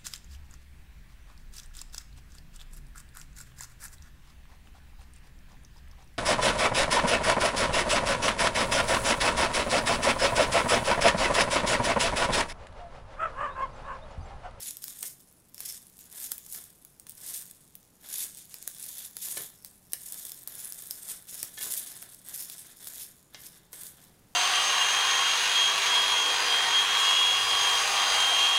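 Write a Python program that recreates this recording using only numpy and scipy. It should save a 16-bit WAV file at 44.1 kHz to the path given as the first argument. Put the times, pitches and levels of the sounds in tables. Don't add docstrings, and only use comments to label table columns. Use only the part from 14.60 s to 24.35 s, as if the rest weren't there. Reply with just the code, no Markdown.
import sys
import numpy as np
from scipy import signal
from scipy.fft import rfft, irfft
from scipy.io import wavfile
from scipy.ndimage import uniform_filter1d

SR = 44100
rng = np.random.default_rng(int(sys.argv[2]) if len(sys.argv) > 2 else 0)


def unload_audio(sound):
    columns = np.transpose(np.atleast_2d(sound))
    steps = np.round(np.clip(columns, -1, 1) * 32767)
    wavfile.write(sys.argv[1], SR, steps.astype(np.int16))


N = 429975
TIME = np.arange(N) / SR
SNAP_T60_S = 0.0065

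# (frequency [Hz], relative level [dB])
SNAP_SPECTRUM = [(500, -22), (2000, -22.5), (4000, -10.5), (7000, -7), (10000, 1), (13000, -0.5),
                 (16000, -3)]
# (frequency [Hz], relative level [dB])
BODY_SPECTRUM = [(150, -21.5), (500, -4), (1200, -5.5), (2000, -2), (3500, -6.5), (6000, 0), (12000, -26)]


def from_db(db):
    return 10 ** (np.asarray(db) / 20)


def rms_one(x):
    return x / np.sqrt(np.mean(x ** 2) + 1e-20)


def drift(rate):
    return rms_one(np.interp(TIME * rate, np.arange(N), rng.standard_normal(N)))


def colour(x, spectrum, size=2048):
    hz, db = np.transpose(spectrum)
    grid = np.linspace(1, SR / 2, size // 2 + 1)
    gain = from_db(np.interp(np.log(grid), np.log(hz), db))
    cepstrum = irfft(np.log(gain))
    cepstrum[1:size // 2] *= 2
    cepstrum[size // 2 + 1:] = 0
    response = irfft(np.exp(rfft(cepstrum)))
    return signal.oaconvolve(x, response / np.linalg.norm(response))[:N]


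def ring(clicks, hz, t60):
    r = from_db(-60 / (t60 * SR))
    w = 2 * np.pi * hz / SR
    return signal.lfilter([0, np.sin(w)], [1, -2 * r * np.cos(w), r * r], clicks + 1e-18)


def grains(per_s, spread_db, largest):
    sizes = from_db(spread_db * np.minimum(rng.exponential(1, N), largest))
    sizes = sizes * rng.choice([-1, 1], N)
    return sizes * (rng.random(N) < per_s / SR)


def even(x, seconds):
    power = uniform_filter1d(x ** 2, int(seconds * SR))
    return x / np.sqrt(power + np.mean(x ** 2) / 100)


def cracks(times, levels_db, t60, lead, size=2048):
    out = np.zeros(N + size)
    for s, db, burst in zip(times, levels_db, rng.standard_normal((len(times), size))):
        burst = burst * from_db(-60 * np.arange(size) / SR / t60)
        burst = burst / np.linalg.norm(burst)
        burst[0] = lead
        at = int(s * SR)
        out[at:at + size] += from_db(db) * burst / np.linalg.norm(burst)
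    return out[:N]


def hollow(x):
    # (frequency [Hz], width [Hz], middle lift [dB])
    bands = [(3530, 320, 5.5), (5350, 270, 2.5), (6970, 370, 0), (8430, 520, 4), (10100, 440, 1),
             (12000, 370, 1.5)]
    out = x
    for hz, width_hz, lift_db in bands:
        lift = from_db(lift_db + 3.3 * drift(12))
        band = signal.lfilter(*signal.iirpeak(hz, hz / width_hz, fs=SR), x)
        out = out + (lift - 1) * band
    return out


def room(x, wet_db):
    t = TIME[:SR // 2]
    tail = rng.standard_normal(len(t)) * from_db(-60 * t / 0.26)
    tail = tail * (t > 0.002)
    return x + from_db(wet_db) * signal.oaconvolve(x, tail / np.linalg.norm(tail))[:N]


def background():
    # (frequency [Hz], relative level [dB])
    spectrum = [(20, -2.5), (60, -0.5), (100, -2), (135, 2), (180, -1), (250, -3), (500, -10),
                (1000, -14.5), (2500, -21), (8000, -23.5), (16000, -25.5)]
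    hum = np.sin(2 * np.pi * np.cumsum(178 + 2 * drift(10)) / SR) * from_db(-73.0 + 2 * drift(8))
    swell_db = np.interp(TIME, [8.6, 9.6], [0, 3.5])
    noise = colour(rng.standard_normal(N), spectrum)
    return hum + from_db(-64 + swell_db) * noise


def stirring_levels():
    # (start [s], end [s], time to rise by 20 dB [s], sizzle level mid-stroke [dB], swell over the stroke [dB],
    #  squelch level [dB], lift of the finest fizz [dB])
    strokes = [(0.0, 0.072, .1, -41, 5, -60, 0), (0.245, 0.4, .06, -48.5, -4, -65, 6),
               (0.426, 0.468, 0.055, -41.5, 2.5, -68, 6), (1.008, 1.099, 0.063, -41, 10, -60.5, 0.5),
               (1.407, 1.463, .03, -54, -3, -70, -5), (1.551, 1.648, 0.081, -42.5, 7, -58, 3.5),
               (1.72, 1.74, 0.022, -45, -1, -66, 2), (1.95, 1.978, 0.12, -40.5, -2, -59, 9.5),
               (2.47, 2.5, 0.015, -56.5, 6, -71, -14), (2.632, 2.776, 0.12, -42, 8, -58.5, 2.5),
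               (3.432, 3.527, .04, -50, 13.5, -58, 0), (3.559, 3.626, 0.094, -35.5, 1, -56.5, 2),
               (3.755, 3.797, .08, -50.5, 2, -71, -6.5), (3.911, 4.137, 0.053, -54, 5, -67, -14),
               (4.21, 4.457, 0.1, -44.5, -2, -61.5, 3), (4.648, 4.818, 0.091, -37.5, -1.5, -56.5, 6),
               (5.055, 5.075, 0.011, -55, -4, -70.5, -2), (5.47, 5.692, 0.2, -44.5, -2, -60.5, 9.5),
               (5.74, 5.835, .05, -52, -3.5, -70, 6), (5.875, 6.041, 0.024, -45.5, 9, -58, 7.5),
               (6.094, 6.45, 0.12, -46.5, 2, -61.5, 11.5), (6.488, 6.504, 0.074, -37.5, 0.5, -54, 5.5),
               (6.687, 6.843, 0.024, -43, 0, -58.5, 2), (7.022, 7.177, .12, -36, 3, -52.5, 7),
               (7.273, 7.44, 0.11, -48, -8, -59, 1.5), (7.498, 7.602, .03, -55, -8, -68, 5),
               (7.689, 7.812, .07, -41, 4.5, -57, 5), (7.89, 8.107, .08, -50, -7, -62, -0.5),
               (8.221, 8.425, 0.08, -46.5, 5.5, -59.5, 5), (8.738, 8.856, 0.046, -57.5, 17.5, -60.5, 0),
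               (8.924, 8.97, .03, -57, -1, -65.5, 3), (9.131, 9.259, 0.025, -47.5, 5.5, -59, 9),
               (9.375, 9.435, 0.057, -59, 1, -65.5, -9)]
    sizzle_fall_db_per_s = 213
    squelch_fall_db_per_s = 108
    simmer_db, simmer_fall_db_per_s = -20, 22.5
    idle_db = -76

    boiling, smacking, fineness = from_db(2 * idle_db), 1e-12, 0
    t = TIME[::40]
    for start, end, attack_s, sizzle_db, swell_db, squelch_db, fine_db in strokes:
        rise_db = -20 * np.maximum(start - t, 0) / attack_s
        since = np.maximum(t - end, 0)
        pushed_db = sizzle_db + rise_db + np.interp(t, [start, end], [-swell_db / 2, swell_db / 2])
        film = from_db(2 * (pushed_db - sizzle_fall_db_per_s * since))
        simmer = from_db(2 * (pushed_db + simmer_db - simmer_fall_db_per_s * since))
        power = film + simmer
        boiling = boiling + power
        fineness = fineness + fine_db * power
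        smacking = smacking + from_db(2 * (squelch_db + rise_db - squelch_fall_db_per_s * since))
    levels = (10 * np.log10(boiling), 10 * np.log10(smacking), fineness / boiling)
    return [np.interp(TIME, t, db) for db in levels]


def bubbles(clicks, low_hz, high_hz, t60, count=14):
    dealt = rng.integers(0, count, N)
    pitches = np.linspace(low_hz, min(high_hz, SR / 2), count)
    return rms_one(sum(ring(clicks * (dealt == k), hz, t60) for k, hz in enumerate(pitches)))


def sizzle(level_db, fine_db):
    # (frequency [Hz], relative level [dB])
    spectrum = [(1180, -47), (2000, -15), (2740, -13), (3460, -14), (4340, -9.5), (6200, -5.5),
                (6820, -1.5), (7700, -4.5), (8550, -3), (10500, 0.5), (12100, -2), (14900, -5),
                (16000, -30)]
    per_s = 3500 * from_db(0.75 * (level_db + 41.5) + 4 * drift(220))
    bursts = grains(per_s, spread_db=0.0, largest=6.3) * from_db(1.63 * drift(90))
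    rings = bubbles(bursts, low_hz=2320, high_hz=15900, t60=0.00075)
    steam = rng.standard_normal(N)
    fizz = 0.83 * rings + rms_one(bursts) + 0.42 * steam
    fizz = hollow(colour(fizz, spectrum))
    finest = signal.sosfilt(signal.butter(1, 11000, "high", fs=SR, output="sos"), fizz)
    fizz = fizz + (from_db(fine_db) - 1) * finest
    sputter_db = 1.7 * drift(35)
    return from_db(level_db + sputter_db) * even(fizz, seconds=0.089)


def squelch(level_db):
    # (frequency [Hz], relative level [dB])
    spectrum = [(100, -8), (250, -1.5), (500, 0.5), (800, -0.5), (1200, -2), (1750, 4), (2250, -2.5),
                (2700, -7), (3500, 5), (6000, -14.5)]
    smacks = grains(1300 * from_db(4 * drift(60)), spread_db=4.5, largest=2.24)
    return from_db(level_db) * even(colour(smacks, spectrum), seconds=0.18)


def crackle(level_db):
    usual_sizzle_db = -42
    per_s = 42 * from_db(0.3 * (level_db - usual_sizzle_db))
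    at = np.flatnonzero(rng.random(N) < per_s / SR)
    spread_db = 3.6 * np.minimum(rng.exponential(1, N), 2)[at]
    sizes_db = 0.8 * level_db[at] + 12 + spread_db
    ticks = cracks(at / SR, sizes_db, t60=SNAP_T60_S / 2, lead=0.7)
    return hollow(colour(ticks, SNAP_SPECTRUM))


def snaps():
    # (time [s], relative sharp level [dB], relative body level [dB])
    events = [(0.1082, -29, -62), (0.1695, -33, -68), (0.2408, -27, -49.5), (0.2811, -34, -46),
              (0.4286, -27.5, -43.5), (0.9452, -38.5, -56.5), (0.98, -40, -55), (1.0046, -30.5, -44),
              (1.3905, -43, -63), (1.7183, -21, -45), (1.7808, -32, -67), (1.8639, -38.5, -57),
              (1.948, -34.5, -49), (2.2497, -40.5, -61), (2.398, -42, -63), (2.4676, -41, -51),
              (2.4953, -34, -58.5), (2.9114, -41, -65.5), (3.1532, -35.5, -60.5), (3.9422, -31.5, -47),
              (4.0265, -35.5, -57), (4.0765, -24, -41.5), (4.568, -28, -45.5), (5.0475, -34.5, -52),
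              (5.321, -36.5, -63), (5.3335, -19.5, -47), (5.523, -29, -52), (5.6518, -31.5, -50),
              (5.695, -35, -55), (5.719, -31.5, -53), (5.875, -27, -53), (6.123, -29, -58),
              (6.3093, -26, -46), (6.8296, -25.5, -39), (7.1378, -26, -41.5), (7.426, -35, -47.5),
              (7.8987, -31, -51), (8.2713, -34, -47), (9.1303, -38, -51)]
    s, sharp_db, body_db = np.transpose(events)
    sharp = colour(cracks(s, sharp_db + 19.5, t60=SNAP_T60_S, lead=0.19), SNAP_SPECTRUM)
    body = colour(cracks(s, body_db + 23.0, t60=SNAP_T60_S * 2, lead=0.17), BODY_SPECTRUM)
    return hollow(sharp) + body


def spoon():
    # (time [s], relative knock level [dB], relative thud level [dB])
    knocks = [(0.4286, -40, -63), (4.771, -33, -50), (5.3342, -37, -63.5), (6.829, -50, -50.5),
              (6.9764, -37.5, -74), (7.011, -37, -62), (8.746, -38.5, -61), (9.1328, -46.5, -56.5)]
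    # (start [s], end [s], relative level [dB])
    scrapes = [(0.41, 0.474, -62), (4.753, 4.826, -55.5), (6.99, 7.119, -61)]
    # (frequency [Hz], relative level [dB], time to fall by 60 dB [s])
    pan_tones = [(1505, -5, 0.1), (1748, 9, 0.038), (1936, -7, 0.11), (2101, 3, 0.1), (2270, -28, 0.022),
                 (2800, 4, 0.039), (3310, 10, 0.036), (3460, -9, 0.031), (3700, 1, 0.018),
                 (3850, 10.5, 0.016)]
    # (frequency [Hz], relative level [dB])
    thud_spectrum = [(50, -37), (100, 3), (220, -2.5), (450, 3), (750, -2.5), (1400, -5), (2500, -11),
                     (6000, -25)]

    pressure = 0
    for start, end, db in scrapes:
        through = 2 * (TIME - start) / (end - start) - 1
        pressure = pressure + from_db(db) * np.sqrt(np.maximum(1 - through ** 2, 0))
    slips = pressure * rms_one(grains(900, spread_db=6.0, largest=3.4))

    s, knock_db, thud_db = np.transpose(knocks)
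    contact = cracks(s, knock_db + 21.5, t60=0.045, lead=0.7) + from_db(-4) * slips
    metal = 0
    for k, (hz, db, t60) in enumerate(pan_tones):
        metal = metal + from_db(db - 34) * ring(contact, hz, t60) * (-1) ** k
    clack = from_db(-1.5) * colour(contact, BODY_SPECTRUM)
    blows = cracks(s, thud_db + 29.0, t60=0.033, lead=0.34)
    thud = colour(blows + from_db(3.0) * slips, thud_spectrum)
    return metal + clack + thud


def scene():
    room_db = -9
    sizzle_db, squelch_db, fine_db = stirring_levels()
    food = room(sizzle(sizzle_db, fine_db) + crackle(sizzle_db) + snaps(), room_db)
    stirring = room(squelch(squelch_db) + spoon(), room_db + 3.5)
    return (food + stirring + background())[None]


def record(dry):
    return signal.sosfilt(signal.ellip(10, 0.2, 80, 15700, fs=SR, output="sos"), dry)


dry = scene()
out = record(dry)
unload_audio(out)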